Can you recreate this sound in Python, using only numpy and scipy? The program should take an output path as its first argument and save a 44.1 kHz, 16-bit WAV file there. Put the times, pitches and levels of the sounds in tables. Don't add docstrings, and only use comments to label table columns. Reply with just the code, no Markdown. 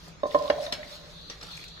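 import sys
import numpy as np
from scipy import signal
from scipy.fft import rfft, irfft, next_fast_len
from scipy.io import wavfile
from scipy.ndimage import uniform_filter1d, map_coordinates

SR = 44100
rng = np.random.default_rng(int(sys.argv[2]) if len(sys.argv) > 2 else 0)


def how_loud(loudness_db):
    steps = np.asarray(loudness_db, float) / 20
    return 10 ** steps


def wav_out(sig):
    wavfile.write(sys.argv[1], SR, np.round(np.clip(np.atleast_2d(sig).T, -1, 1) * 32767).astype(np.int16))


N = 79380

# (time [s], level [dB], contact [s], brightness [dB per octave], rim pair [dB])
KNOCKS = [
    (.2325, -21, 0.0067, -5.5, -2.5),
    (.2545, -21, 0.0045, -8, -4.5),
    (.3455, -15, 0.014, -1, 1.5),
    (.4995, -15.5, 0.0071, 3, -7.5),
    (.6645, -37, 0.004, 6.5, -2),
]
# (frequency [Hz], level [dB], time
# to fall 60 dB [s])
BOWL_MODES = [(70, -36.5, 0.63), (294, -14, 0.042), (471, -10, 0.06), (580, -2.5, 0.043),
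              (598.3, -3.5, 0.029), (686, -15.5, 0.083), (749, -16.5, 0.09), (922, -22.5, 0.025),
              (996, -14.5, 0.16), (1052, -1.5, 0.076), (1390, -13, 0.034), (1831, -10.5, 0.042),
              (3360, -36, 0.037), (3730, -35, .03)]
# (frequency [Hz], level [dB per Hz])
CRACK_COLOUR = [(250, -21), (450, -7), (800, 3), (1800, 0.5), (3300, -4.5), (6000, -12.5), (8000, -45),
                (15500, -60)]
# (centre time [s], level [dB], frequency [Hz], length [s])
ROCKS = [(.299, -36.5, 595, 0.016), (.376, -24, 596, 0.017), (.398, -30.5, 607, 0.012),
         (.414, -27, 599, 0.022), (.398, -29, 1040, 0.021), (.452, -27.5, 594, 0.028),
         (.456, -32.5, 1007, .02), (.486, -32, 1100, 0.011), (.539, -40, 1000, 0.019),
         (.549, -33, 620, 0.0037), (.564, -27.5, 596, 0.008), (.585, -35, 1027, 0.011),
         (.589, -28, 675, 0.0092), (.605, -25.5, 587, 0.018), (.63, -32.5, 580, 0.022),
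         (.688, -34.5, 652, .016), (.691, -44.5, 994, 0.022), (.701, -36.5, 599, 0.0093),
         (.717, -38.5, 684, .02), (.734, -41.5, 992, .02), (0.759, -50, 617, 0.033),
         (0.796, -40.5, 596, 0.036), (.819, -41, 590, 0.0096), (.921, -43, 596, 0.018),
         (0.526, -40, 694, 0.045), (0.642, -38.5, 701, .025)]
# (time [s], level [dB], time to fall 60 dB [s], thump [dB], brightness [dB per octave])
SLAPS = [(.078, -44.5, 0.045, 2.5, 11), (.265, -50, 0.11, -15, 14.5), (0.633, -47, 0.034, -24, 28),
         (0.666, -51, .03, -16, 4), (.955, -52, 0.03, -15, 11), (0.7234, -25.5, 0.047, -2, 2.5),
         (.733, -34, 0.04, -12.5, 7), (1.298, -35.5, 0.1, -8, -2), (1.41, -36, 0.035, -19, -3),
         (1.427, -39, 0.061, 0, 5), (1.51, -58, 0.019, 12, -1), (1.566, -41.5, 0.062, -27, 17),
         (1.637, -46.5, .05, -7.5, 25), (1.68, -45, 0.045, -28, 9)]
# (frequency [Hz], level [dB per Hz])
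SLAP_COLOUR = [(350, -19), (800, -18), (1400, 3), (2700, -1), (4700, 3), (6500, -6), (9000, -20),
               (15500, -43.5)]
# (time [s], level [dB], frequency [Hz], time to fall 60 dB [s])
TICKS = [(.2335, -31.5, 3730, 0.016), (.3465, -33.5, 3360, 0.023), (.5003, -28, 3320, 0.029),
         (0.4997, -37, 6000, 0.019), (0.5005, -49, 7160, 0.016), (.502, -36, 1690, 0.03),
         (.503, -51, 2030, 0.035), (.7237, -12.5, 4120, 0.0043), (0.7251, -24, 1640, 0.015),
         (0.7247, -15, 5190, 0.0054), (.7243, -31, 10370, 0.0056), (.7285, -23.5, 2260, 0.013),
         (.727, -43, 5940, 0.0038), (.7259, -16.5, 3260, .006), (0.7305, -27, 4200, 0.0041),
         (0.7355, -21, 2780, .006), (0.741, -31, 4240, .005), (.7488, -34, 5030, 0.0045),
         (.6645, -29, 3730, 0.016), (1.318, -44, 1990, 0.069), (1.4855, -37.5, 1320, 0.019),
         (1.3, -41, 2920, 0.0021), (1.299, -19, 5590, 0.0036), (1.299, -42, 1160, 0.066),
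         (1.302, -53, 1410, .15), (1.306, -49.5, 1907, 0.26), (1.4118, -31, 5440, 0.0062),
         (1.4248, -29, 2500, 0.0046), (1.4315, -31, 5640, 0.007), (1.447, -33, 3800, 0.0088),
         (1.516, -30, 4250, 0.0079), (1.5685, -35, 6330, 0.0065), (1.5695, -49, 8800, 0.0073),
         (1.578, -37, 3800, .004), (1.602, -40, 6160, .006), (1.617, -47, 4200, .005),
         (1.638, -29, 4370, .004), (1.683, -28, 3900, .006)]
# (time [s], level [dB], frequency [Hz])
POPS = [(.310, -24, 3360), (0.316, -28.5, 1910), (0.456, -27, 3840), (0.478, -21, 3640), (.632, -29, 1970),
        (0.665, -21, 3610), (0.664, -27, 1780), (0.83, -22, 1990), (0.926, -31.5, 3700),
        (1.3025, -20.5, 4530), (1.482, -40, 1350), (1.534, -33, 2450), (1.575, -25, 2300),
        (1.593, -31, 2220), (1.628, -31.5, 2190), (1.64, -28.5, 2460), (1.775, -32.5, 1590)]
# (time [s], blade pressure [dB], wetness [dB], drag on the bowl [dB])
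STROKE = [(0, -58.5, 3.5, -75), (0.202, -73.5, 3.5, -69), (.3, -54.5, -4, -60), (.46, -51.5, 0, -36.5),
          (.54, -51, -7.5, -50.5), (0.641, -50, 4.5, -48), (0.711, -54.5, -9, -47),
          (.84, -54.5, 0.5, -54.5), (.94, -48, -8, -58), (1.08, -56, -5.5, -55.5), (1.2, -47, -13.5, -75),
          (1.3, -49.5, -12, -79), (1.39, -57, -1, -59.5), (1.52, -45.5, -6.5, -73), (1.62, -48, -9, -95),
          (1.7, -50, -15.5, -99), (1.8, -47, -28, -79)]
# (frequency [Hz], level [dB per Hz])
SCRAPE_COLOUR = [(1500, -22.5), (2900, -31), (3300, -0.5), (4200, 4.5), (4700, -2.5), (4950, -28.5),
                 (9000, -37), (15500, -40)]
# (frequency [Hz], level [dB per Hz])
SLOSH_COLOUR = [(400, -61), (900, -1), (2200, -1), (5000, 2.5), (8000, -13.5), (12000, -16), (15500, -22)]
# (frequency [Hz], level [dB per Hz])
HUM_COLOUR = [(12, -29), (20, 0), (54, 6.5), (96, 0), (134, 0), (165, 11), (188, -0.5), (227, -13.5),
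              (330, -24.5), (430, -44), (730, -120)]
# (frequency [Hz], level [dB per Hz])
AIR_COLOUR = [(150, -66), (250, -1), (593, -3), (742, -9), (1180, -6), (1990, -10.5), (6800, -15),
              (7500, -28), (15500, -57)]
# (frequency [Hz], left-right likeness [0-1])
HUM_ALIKE = [(30, 0.42), (80, 1), (200, 0.73)]
# (frequency [Hz], left-right likeness [0-1])
AIR_ALIKE = [(300, 0.39), (1500, 0.066), (6000, 0.14), (7500, 0.34)]
# (frequency [Hz], time to fall 60 dB [s])
KITCHEN_DECAY = [(250, 0.83), (470, 0.33), (600, 1), (720, 0.87), (1050, 0.33), (1600, 0.38), (4000, 0.22),
                 (12000, 0.16)]
# (frequency [Hz], expansion power [1])
THINNING = [(2500, 0), (4500, .35), (7000, 1.2), (12000, 1.6)]

KNOCK_LAG_S, KNOCK_PAN_DB, KNOCK_WET_DB = 0.00024, -3.5, -14.5
BLADE_LAG_S, BLADE_PAN_DB = -0.000094, 1
SLAP_WET_DB, POP_WET_DB = -8, -9.5


def unit(x):
    return x / np.sqrt(np.mean(x ** 2) + 1e-20)


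def along(points, hz):
    f, v = np.transpose(points)
    return np.interp(np.log(hz + 1), np.log(f + 1), v)


def wobble(rate):
    return map_coordinates(rng.standard_normal(int(N * rate / SR) + 4), [np.arange(N) * rate / SR])


def filtered(x, response):
    m = next_fast_len(x.shape[-1] + 8192)
    return irfft(rfft(x, m) * response(np.fft.rfftfreq(m, 1 / SR)), m)[..., :x.shape[-1]]


def resonance(hz, centre_hz, width_hz):
    push = 1j * hz * width_hz
    return push / (centre_hz ** 2 - hz * hz + push)


def add(track, s, sound):
    part = track[round(s * SR):][:len(sound)]
    part += sound[:len(part)]


def rush(spectrum, alike, patchy_db):
    z = signal.stft(rng.standard_normal((2, N + 512)), nperseg=512)[2]
    field = uniform_filter1d(rng.standard_normal(z.shape[1:]), size=5, axis=0)
    field = uniform_filter1d(field, size=8, axis=1)
    pair = signal.istft(z * how_loud(patchy_db * unit(field)), nperseg=512)[1][:, :N]

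    def mid_side(hz):
        turn = np.arccos(np.clip(along(alike, hz), -1, 1)) / 2
        return how_loud(along(spectrum, hz)) * [np.cos(turn), np.sin(turn)]

    mid, side = filtered(pair, mid_side)
    return unit(np.array([mid + side, mid - side]))


def placed(x, lag_s, pan_db, wet_db):
    side = np.array([[.5], [-.5]])
    scatter, scatter_s, scatter_from_hz = .62, (.00047, .0011), 1250
    treble_pan_db, wall_s = 1.5, .01

    def to_ports(hz):
        treble = 1 / (1 + (scatter_from_hz / (hz + 1)) ** 10)
        paths = 1
        for s in scatter_s:
            z = np.exp(-2j * np.pi * hz * s)
            paths = paths * (2 * side * scatter + z) / (1 + 2 * side * scatter * z)
        pan = how_loud((pan_db + treble * (treble_pan_db - pan_db)) * side)
        return pan * (1 + treble * (paths - 1)) * np.exp(-2j * np.pi * hz * lag_s * side)

    direct = filtered(x, to_ports)
    hz, t, z = signal.stft(rng.standard_normal((3, SR)), SR, nperseg=256)
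    decay = how_loud(-60 * t / along(KITCHEN_DECAY, hz)[:, None])
    tail = signal.istft(z * decay, SR, nperseg=256)[1]
    tail = tail[:2] + 1.14 * tail[2]
    tail = tail * np.clip(np.arange(tail.shape[1]) / SR / wall_s, 0, 1) ** 2
    echo = signal.fftconvolve(x[None], tail / np.linalg.norm(tail[0]), axes=1)[:, :N]
    return direct + how_loud(wet_db) * echo


def kitchen():
    hum = how_loud(-52) * rush(HUM_COLOUR, HUM_ALIKE, patchy_db=.7)
    return hum + how_loud(-54.5) * rush(AIR_COLOUR, AIR_ALIKE, patchy_db=2.5)


def pops():
    out = np.zeros(N)
    cycles, glide = 5.4, 0.034
    for s, level_db, hz in POPS:
        u = np.arange(SR // 30) / SR * hz / cycles
        swell = (1 - np.exp(-8 * u)) * np.exp(-2.2 * u)
        add(out, s, how_loud(level_db) * swell * np.sin(2 * np.pi * cycles * u * (1 + glide * u)))
    return out


def stroke():
    crackles_per_s, spread_db, biggest, crackle_db = 500, 4, 2.2, -2.5
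    s, press_db, wet_db, _ = np.transpose(STROKE)
    t = np.arange(N) / SR
    press = how_loud(np.interp(t, s, press_db))
    wet = how_loud(np.interp(t, s, wet_db))
    hiss = how_loud(wobble(25.1)) * rush(SCRAPE_COLOUR, [(5500, 0.033), (7500, .85)], patchy_db=1.5)
    burst = rng.random(N) < crackles_per_s / SR
    size = np.minimum(rng.exponential(size=N), biggest)
    specks = burst * how_loud(spread_db * size) * rng.standard_normal(N)
    crackle = unit(filtered(specks * how_loud(4.8 * wobble(9.5)), lambda f: how_loud(along(SLOSH_COLOUR, f))))
    slosh = how_loud(4.3 * wobble(13.77)) * rush(SLOSH_COLOUR, [(5500, 0.069), (7500, 0.97)], patchy_db=2.5)
    return press * (hiss + wet * slosh), press * wet * how_loud(crackle_db) * crackle


def ticks():
    out, t = np.zeros(N), np.arange(SR // 8) / SR
    rise = 1 - np.exp(-t / .00025)
    for s, level_db, hz, t60 in TICKS:
        add(out, s, how_loud(level_db - 60 * t / t60) * rise * np.sin(2 * np.pi * hz * t))
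    return out


def slaps():
    out, t = np.zeros(N), np.arange(SR // 5) / SR
    thump_hz, thump_width_hz, spatter_db = 344, 600, 4
    rise = 1 - np.exp(-t / .0008)
    for s, level_db, t60, thump_db, tilt_db in SLAPS:
        a, b, c = rng.standard_normal((3, len(t)))
        rough = a * how_loud(spatter_db * unit(uniform_filter1d(c, size=40)))
        colour = lambda f: how_loud(along(SLAP_COLOUR, f) + tilt_db * np.log2(f / 4000 + .01))
        spatter = unit(filtered(rough, colour))
        thump = unit(filtered(b, lambda f: resonance(f, thump_hz, thump_width_hz)))
        add(out, s, how_loud(level_db - 60 * t / t60) * rise * (spatter + how_loud(thump_db) * thump))
    return out


def drag():
    width_hz, centre_hz, fall_db = 18, 675, 14.5
    s, db = np.transpose(STROKE)[[0, 3]]

    def body(f):
        return sum(how_loud(g - fall_db * abs(np.log2(c / centre_hz))) * resonance(f, c, width_hz)
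                   for c, g, _ in BOWL_MODES)

    stutter = how_loud(3 * wobble(29.47)) * rng.standard_normal(N)
    return how_loud(np.interp(np.arange(N) / SR, s, db)) * unit(filtered(stutter, body))


def rocks():
    s, level_db, hz, length = np.transpose(ROCKS)[..., None]
    t = np.arange(N) / SR - s
    swell = np.exp(-(2 * t / length) ** 2)
    return np.sum(how_loud(level_db) * swell * np.sin(2 * np.pi * hz * t), axis=0)


def knocks():
    out, t = np.zeros(N), np.arange(SR // 4) / SR
    rise_s, crack_db, crack_t60, scatter_db, held_below_hz = 0.0014, -12, 0.039, 1, 1200
    hz, db, t60 = np.transpose(BOWL_MODES)[..., None]
    rim = (hz > 960) & (hz < 1150)
    for s, level_db, hold, tilt_db, rim_db in KNOCKS:
        tilt = tilt_db * np.log2(np.maximum(hz / 600, 1))
        gain_db = db + np.where(rim, rim_db, tilt) + scatter_db * rng.standard_normal(hz.shape)
        free_s = np.maximum(t - hold * (hz < held_below_hz), 0)
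        ring = np.sum(how_loud(gain_db - 60 * free_s / t60) * np.sin(2 * np.pi * hz * t), axis=0)
        noise = unit(filtered(rng.standard_normal(len(t)), lambda f: how_loud(along(CRACK_COLOUR, f))))
        crack = how_loud(crack_db + 2 * tilt_db - 60 * t / crack_t60) * noise
        add(out, s, how_loud(level_db) * (ring * (1 - np.exp(-t / rise_s)) + crack))
    return out


def scene():
    hiss, crackle = stroke()
    bowl = placed(knocks() + drag() + rocks(), KNOCK_LAG_S, KNOCK_PAN_DB, KNOCK_WET_DB)
    blade = placed(slaps() + ticks() + crackle, BLADE_LAG_S, BLADE_PAN_DB, SLAP_WET_DB)
    batter = placed(pops(), BLADE_LAG_S, BLADE_PAN_DB, POP_WET_DB)
    return bowl + blade + batter + hiss + kitchen()


def thinned(x):
    hz, _, z = signal.stft(x, SR, nperseg=1024, noverlap=768)
    power = np.mean(np.abs(z) ** 2, axis=0) + 1e-20
    nearby = lambda p: uniform_filter1d(p, size=25, axis=0)
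    cell = uniform_filter1d(uniform_filter1d(power, size=3, axis=0), size=5, axis=1)
    gain = np.abs(cell / nearby(cell)) ** np.clip(along(THINNING, hz), 0, 2)[:, None]
    gain = gain * np.sqrt(np.abs(nearby(power) / nearby(power * gain ** 2 + 1e-30)))
    return signal.istft(z * gain, SR, nperseg=1024, noverlap=768)[1][:, :N]


def band_limit(x):
    return signal.sosfilt(signal.butter(12, 15800, fs=SR, output="sos"), x)


def record(dry):
    top_hz = 15800
    mix = filtered(thinned(dry), lambda hz: hz < top_hz)
    return band_limit(mix)


dry = scene()
out = record(dry)
wav_out(out)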